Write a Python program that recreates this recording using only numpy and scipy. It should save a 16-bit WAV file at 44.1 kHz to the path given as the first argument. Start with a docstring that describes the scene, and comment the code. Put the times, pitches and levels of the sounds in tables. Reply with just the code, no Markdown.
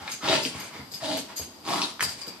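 """A short-nosed dog snorts three times while it noses and mouths a rubber ball on a living-room floor.
Snorts: uneven palate slaps chop noise, throat filters colour it, and a wavering tone grunts along.
Snuffles are filtered noise puffs; clicks and bumps are filtered snaps; scuffs are dense filtered ticks.
Collar tags and their ring are damped modes struck by snaps. A room with short reverb and a steady
room tone surrounds all this."""
import sys
import numpy as np
from scipy import signal
from scipy.fft import rfft, irfft
from scipy.io import wavfile
from scipy.ndimage import uniform_filter1d

SR = 44100
rng = np.random.default_rng(int(sys.argv[2]) if len(sys.argv) > 2 else 0)


def persist_wave(psi):
    """Save psi, clipped to +-1, as 16-bit WAV."""
    counts = np.round(np.clip(psi, -1, 1) * 32767).astype(np.int16)
    wavfile.write(sys.argv[1], SR, np.atleast_2d(counts).T)


N = 105840

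# Snorts: start t/s, attack/s, hold/s, release/s, level/dB, median palate flutter f/Hz,
# slap level/dB, grunt f/Hz, grunt level re snort/dB
SNORTS = [(0.222, 0.091, 0.027, 0.078, -22.5, 98, -4.5, 641.7, -4),
          (1.005, 0.025, 0.12, 0.039, -31.5, 90.23, -12.5, 632.4, -4),
          (1.629, 0.08, 0.038, 0.15, -27.5, 82.04, -7, 700, -10)]
GRAINS_PER_S = 1800  # scuffs and tag shiver


def undb(db):
    """Level in dB to amplitude ratio."""
    return 10 ** (np.asarray(db) / 20)


def unit(x):
    """Scale to unit RMS."""
    return x / np.sqrt(np.mean(x ** 2) + 1e-18)


def times():
    """Sample times in s."""
    return np.arange(N) / SR


def freqs():
    """Bin frequencies in Hz of the zero-padded spectrum, at least 1."""
    return np.maximum(np.fft.rfftfreq(2 * N, 1 / SR), 1)


def curve(points):
    """(Hz, dB) points joined on a log-frequency axis."""
    hz, db = np.array(points).T
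    return np.interp(np.log(freqs()), np.log(hz), db)


def hump(hz, octaves):
    """Broad resonance in dB: 4 dB down at the given octaves either side, floor at -70 dB."""
    return np.maximum(-4 * (np.log2(freqs() / hz) / octaves) ** 2, -70)


def resonances(modes):
    """Summed power response in dB of damped modes (Hz, width Hz, dB)."""
    power = 0
    for hz, width_hz, db in modes:
        detune = (freqs() / hz - hz / freqs()) * hz / width_hz
        power = power + undb(db) ** 2 / (1 + detune ** 2)
    return 10 * np.log10(power)


def colour(x, db):
    """Minimum-phase filter of unit power gain with the given dB response."""
    cepstrum = irfft(np.log(unit(undb(db))))
    cepstrum[1:N] *= 2  # fold to make it causal
    cepstrum[N + 1:] = 0
    response = np.exp(rfft(cepstrum))
    return irfft(rfft(x, 2 * N) * response)[:N]


def fade(t60_s, start_s=0):
    """Exponential decay, 60 dB per t60_s, from a start time."""
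    t = times() - start_s
    return (t >= 0) * np.exp(-np.log(1000) * np.clip(t / t60_s, 0, 10))


def swell(start_s, attack_s, hold_s, release_s):
    """Attack, hold, release, with slightly concave ramps."""
    corners_s = start_s + np.cumsum([0, attack_s, hold_s, release_s])
    return np.interp(times(), corners_s, [0, 1, 1, 0]) ** 1.11


def burst(start_s, length_s, attack, hold):
    """Swell whose attack and hold are shares of its length."""
    release = max(1 - attack - hold, 0)
    return swell(start_s, length_s * attack, length_s * hold, length_s * release)


def noise():
    """White noise of unit RMS."""
    return rng.standard_normal(N)


def grains(per_s):
    """Tiny ticks at random moments and of random size, unit RMS."""
    return unit((rng.random(N) < per_s / SR) * noise())


def snap(start_s, t60_s, rattle):
    """Blow of unit energy: one impulse and a dying noise chatter."""
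    impulse = 1. * (np.arange(N) == int(start_s * SR))
    return unit(impulse + rattle * noise() * fade(t60_s, start_s)) / np.sqrt(N)


def diffuse():
    """Stereo noise, alike in the bass and unrelated in the treble."""
    spread_hz = 560
    alike = 1 / (1 + (freqs() / spread_hz) ** 2)
    mid = irfft(rfft(noise(), 2 * N) * np.sqrt((1 + alike) / 2))[:N]
    side = irfft(rfft(noise(), 2 * N) * np.sqrt((1 - alike) / 2))[:N]
    return np.array([mid + side, mid - side])


def snuffles():
    """Quiet turbulent air through the nose, each puff with its own nostril resonance."""
    # start t/s, length/s, level/dB, nostril f/Hz
    puffs = [(-.04, 0.17, -42, 827), (0.046, 0.1, -44.5, 1320), (0.203, 0.13, -31, 1294),
             (0.491, 0.25, -40.5, 2255), (0.698, 0.16, -42, 2065), (0.999, 0.033, -42, 1800),
             (1.271, 0.089, -43, 923), (2.122, 0.35, -48, 2340)]
    # nose spectrum: f/Hz, level/dB per Hz
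    nose = [(100, -9.5), (227, 0.5), (449, -8), (962, 1.5), (2200, -3.5), (4870, -8.5), (12000, -26)]
    nostril_db, nostril_octaves = -5.5, 0.094
    air = colour(noise(), curve(nose))
    out = 0
    for start_s, length_s, db, hz in puffs:
        whistle = undb(nostril_db) * colour(noise(), hump(hz, nostril_octaves))
        puff = burst(start_s, length_s, attack=0.27, hold=0.18)
        out = out + undb(db) * puff * (air + whistle)
    return out


def room_tone():
    """Steady diffuse noise with the room's spectrum."""
    # room tone spectrum: f/Hz, level/dB per Hz
    air = [(30, -14), (70, -7), (120, -12), (240, -1.5), (450, -10), (900, -8), (1600, -17), (4900, -19),
           (6000, -22.5), (14000, -29)]
    return undb(-49.5) * np.array([colour(channel, curve(air)) for channel in diffuse()])


def tags():
    """A tick and a chatter ring two tags and their ring; large tag and ring also shiver throughout."""
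    # clinks: t/s, large tag level/dB, small tag level/dB, ring level/dB
    clinks = [(.112, -7, -5.5, -14), (.426, -3.5, -22, -9.5), (0.593, -14, -15, -13), (.912, -11, -19, -14),
              (.938, -7, -32, -14.5), (1.168, -12, -30, -9), (1.36, -10.5, -3.5, -4.5),
              (1.3735, -10, -11, -17), (1.385, -16, -20, -4.5), (2.031, 3.5, -24, -13.5),
              (2.086, -5, -43, -18), (2.21, -8.5, -28, -27), (2.275, -7.5, -50, -23)]
    # modes of large tag, small tag, ring: f/Hz, width/Hz, level/dB
    metal = [
        [(4710, 110, 0), (4930, 280, -4), (7700, 400, -13)],
        [(6450, 50, 0), (6130, 50, -9), (7300, 1800, -21)],
        [(11750, 70, 0)],
    ]
    chatter_t60_s, chatter, shiver_db = 0.073, 0.098, -56.5
    blows = np.array([snap(row[0], chatter_t60_s, chatter) for row in clinks])
    large, _, ring = metal
    out = undb(shiver_db) * colour(grains(GRAINS_PER_S), resonances(large + ring))
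    for levels_db, modes in zip(np.array(clinks).T[1:], metal):
        out = out + colour(undb(levels_db) @ blows, resonances(modes))
    return out


def bumps():
    """Dull blows of paws and ball on the floor; the hollow ball adds a faint knock to each."""
    # t/s, level/dB, centre f/Hz
    blows = [(.006, -18.5, 101), (.232, -7, 200), (.456, -4.5, 253), (0.55, -8.5, 160), (.755, -15.5, 180),
             (.793, -9.5, 162), (0.922, -18, 131), (1.175, -8, 298), (1.397, -10.5, 310),
             (1.397, -13.5, 84), (2.02, -9, 201), (2.061, -12, 95), (2.275, -11.5, 290)]
    octaves, knock_hz, knock_db = .8, 594, -15.5
    knock = knock_db + hump(knock_hz, octaves)
    out = 0
    for start_s, db, hz in blows:
        response_db = np.maximum(hump(hz, octaves), knock)
        out = out + undb(db) * colour(snap(start_s, t60_s=.065, rattle=.07), response_db)
    return out


def clicks():
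    """Teeth and wet lips snap off the ball, each snap trailing a little crackle."""
    # t/s, level/dB, centre f/Hz, width/octaves, crackle T60/s
    snaps = [(0.0779, -4, 1800, 0.82, 0.025), (0.2868, 3.5, 3520, 0.35, 0.019),
             (0.32, -1, 1710, 1.01, 0.011), (0.3291, 5, 2200, 0.79, 0.014),
             (0.3614, -5.5, 3400, 0.77, 0.0055), (.451, 3.5, 3510, 0.37, 0.0047),
             (0.463, -4, 3640, 0.78, 0.012), (0.9381, -13.5, 4870, 1.1, 0.018),
             (1.183, -10, 4200, 0.66, 0.01), (1.8179, 4.5, 3650, 0.4, 0.012), (1.8325, 2, 3780, 0.21, 0.06),
             (1.9951, -1, 1140, 0.95, 0.006), (2.0073, 3.5, 2000, 1.24, 0.016),
             (2.0246, 3.5, 6000, 2.4, 0.0073), (2.0278, 1.5, 1830, 1.2, 0.003),
             (2.088, -14, 6950, 2.5, 0.026), (2.2703, -12.5, 5050, 2.8, 0.0056)]
    out = 0
    for start_s, db, hz, octaves, crackle_t60_s in snaps:
        out = out + undb(db) * colour(snap(start_s, crackle_t60_s, rattle=0.39), hump(hz, octaves))
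    return out


def scuffs():
    """Dense tiny slips as paws and rubber drag."""
    # start t/s, length/s, level/dB
    drags = [(0.089, 0.058, -38.5), (0.373, 0.13, -38), (0.523, 0.17, -45), (0.921, 0.075, -47.5),
             (1.163, 0.04, -35.5), (1.36, 0.087, -41.5), (1.801, 0.11, -42), (2.003, 0.052, -32.5),
             (2.072, 0.061, -40.5), (2.172, 0.055, -44.5)]
    # scuff spectrum: f/Hz, level/dB per Hz
    friction = [(300, -2), (1500, -1.5), (3000, 5), (4800, 1.5), (6500, 3.5), (8000, 2.5), (10000, 3.5),
                (14000, -24)]
    drag = 0
    for start_s, length_s, db in drags:
        drag = drag + undb(db) * burst(start_s, length_s, attack=0.11, hold=0.82)
    return colour(grains(GRAINS_PER_S) * drag, curve(friction))


def snorts():
    """The palate slaps unevenly and chops the air, spit crackles; throat and nose colour it all."""
    # throat and nose spectrum of each snort: f/Hz, level/dB per Hz
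    throats = [
        [(60, -26), (309, -8.5), (377, -7), (482, -17.5), (628, -6), (687, -19.5), (930, -5), (1170, -21.5),
         (1700, -17), (4320, -13.5), (5640, -23.5), (12500, -37.5), (14000, -72)],
        [(60, -19.5), (235, -12), (286, 0.5), (380, -25), (482, -28), (628, -3.5), (780, -14), (900, -7.5),
         (1150, -19.5), (2400, -21), (4500, -14), (5800, -24.5), (12000, -33), (14000, -81)],
        [(60, -34), (190, -4), (353, -3.5), (471, -14), (687, -7), (1140, -2), (1550, -15), (4830, -12.5),
         (5770, -18.5), (12000, -25.5), (14000, -47)],
    ]
    jitter, scatter_db = .22, 3.5  # of slap interval (log) and slap level
    puff_s, leak, air_db = 0.0019, 0.84, 0.88
    spit_per_s, spit_db = 450, -5
    out = 0
    for row, throat in zip(SNORTS, throats):
        start_s, attack_s, hold_s, release_s, db, flutter_hz, slap_db, _, _ = row
        chance = rng.standard_normal(size=(400, 2))
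        intervals_s = np.exp(jitter * chance[:, 0]) / flutter_hz
        at = (np.cumsum(intervals_s) * SR).astype(int)
        sizes = undb(scatter_db * np.clip(chance[at < N, 1], -2, 1))
        slaps = np.bincount(at[at < N], sizes, N)
        puffs = signal.lfilter([1], [1, -np.exp(-1 / (puff_s * SR))], slaps)
        air = (unit(puffs) + leak) * noise()
        effort = swell(start_s, attack_s, hold_s, release_s)
        smacks = effort * (unit(slaps) + undb(spit_db) * grains(spit_per_s))  # effort acts twice on these
        rasp = colour(undb(slap_db) * smacks + undb(air_db) * unit(air), curve(throat))
        out = out + undb(db) * effort * rasp
    return out


def grunts():
    """A narrow, wavering tone catches partway through each snort's attack and lasts through its hold."""
    lag, release_s = .55, 0.041  # lag as share of the attack
    drift_width_hz = 20  # line width from random phase drift
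    out = 0
    for start_s, attack_s, hold_s, _, db, _, _, hz, grunt_db in SNORTS:
        steps = uniform_filter1d(noise(), size=60)
        drift = np.cumsum(steps) * np.sqrt(2 * np.pi * drift_width_hz / SR)
        tremble = 1 + .5 * unit(uniform_filter1d(noise(), size=300))
        tone = unit(tremble * np.sin(2 * np.pi * hz * times() + drift))
        push = swell(start_s + lag * attack_s, (1 - lag) * attack_s, hold_s, release_s)
        out = out + undb(db + grunt_db) * push * tone
    return out


def room(x, wet_db):
    """Direct sound, quick reflections and a short tail that dies first at the top; power-normalized."""
    gap_s, right_lead_s = 0.0038, .00005  # source slightly to the right

    def norm(h):
        return h / np.sqrt(np.sum(h ** 2) / 2)

    def below(hz):
        return signal.sosfiltfilt(signal.butter(3, hz, fs=SR, output="sos"), wash)

    wash = diffuse()
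    low, body = below(2000), below(9000)
    tail = low * fade(0.39, gap_s)
    tail = tail + (body - low) * fade(0.4, gap_s)
    tail = tail + (wash - body) * fade(0.17, gap_s)
    early = diffuse() * fade(.09, gap_s)
    h = undb(wet_db) * (norm(tail) + norm(early))
    direct = np.array([np.interp(times() - right_lead_s, times(), x), x])
    wet = signal.fftconvolve(h, x[None], axes=1)[:, :N]
    return (direct + wet) / np.sqrt(np.sum(h ** 2) / 2 + 1)


def scene():
    """Every source in the room, each with its own reverb level, plus room tone."""
    out = room(snorts() + snuffles(), wet_db=-1) + room_tone()
    out = out + room(tags(), wet_db=11)
    out = out + room(bumps(), wet_db=-3)
    out = out + room(clicks(), wet_db=-4)
    out = out + room(scuffs(), wet_db=-3)
    return out + room(grunts(), wet_db=-9)


def record(dry):
    """Two microphones of differing colour, then a high-pass at 62 Hz and a steep low-pass at 14.5 kHz."""
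    # microphone balance: f/Hz, left minus right level/dB
    balance = [(700, 0), (1300, -1), (2400, 1.5), (4400, 5), (8100, -5), (12000, 5.5)]
    tilt_db = curve(balance) / 2
    x = irfft(rfft(dry, 2 * N) * undb([tilt_db, -tilt_db]))[:, :N]
    x = signal.sosfilt(signal.butter(4, 62, "high", fs=SR, output="sos"), x)
    return signal.sosfilt(signal.ellip(8, .2, 80, 14500, fs=SR, output="sos"), x)


dry = scene()
out = record(dry)
persist_wave(out)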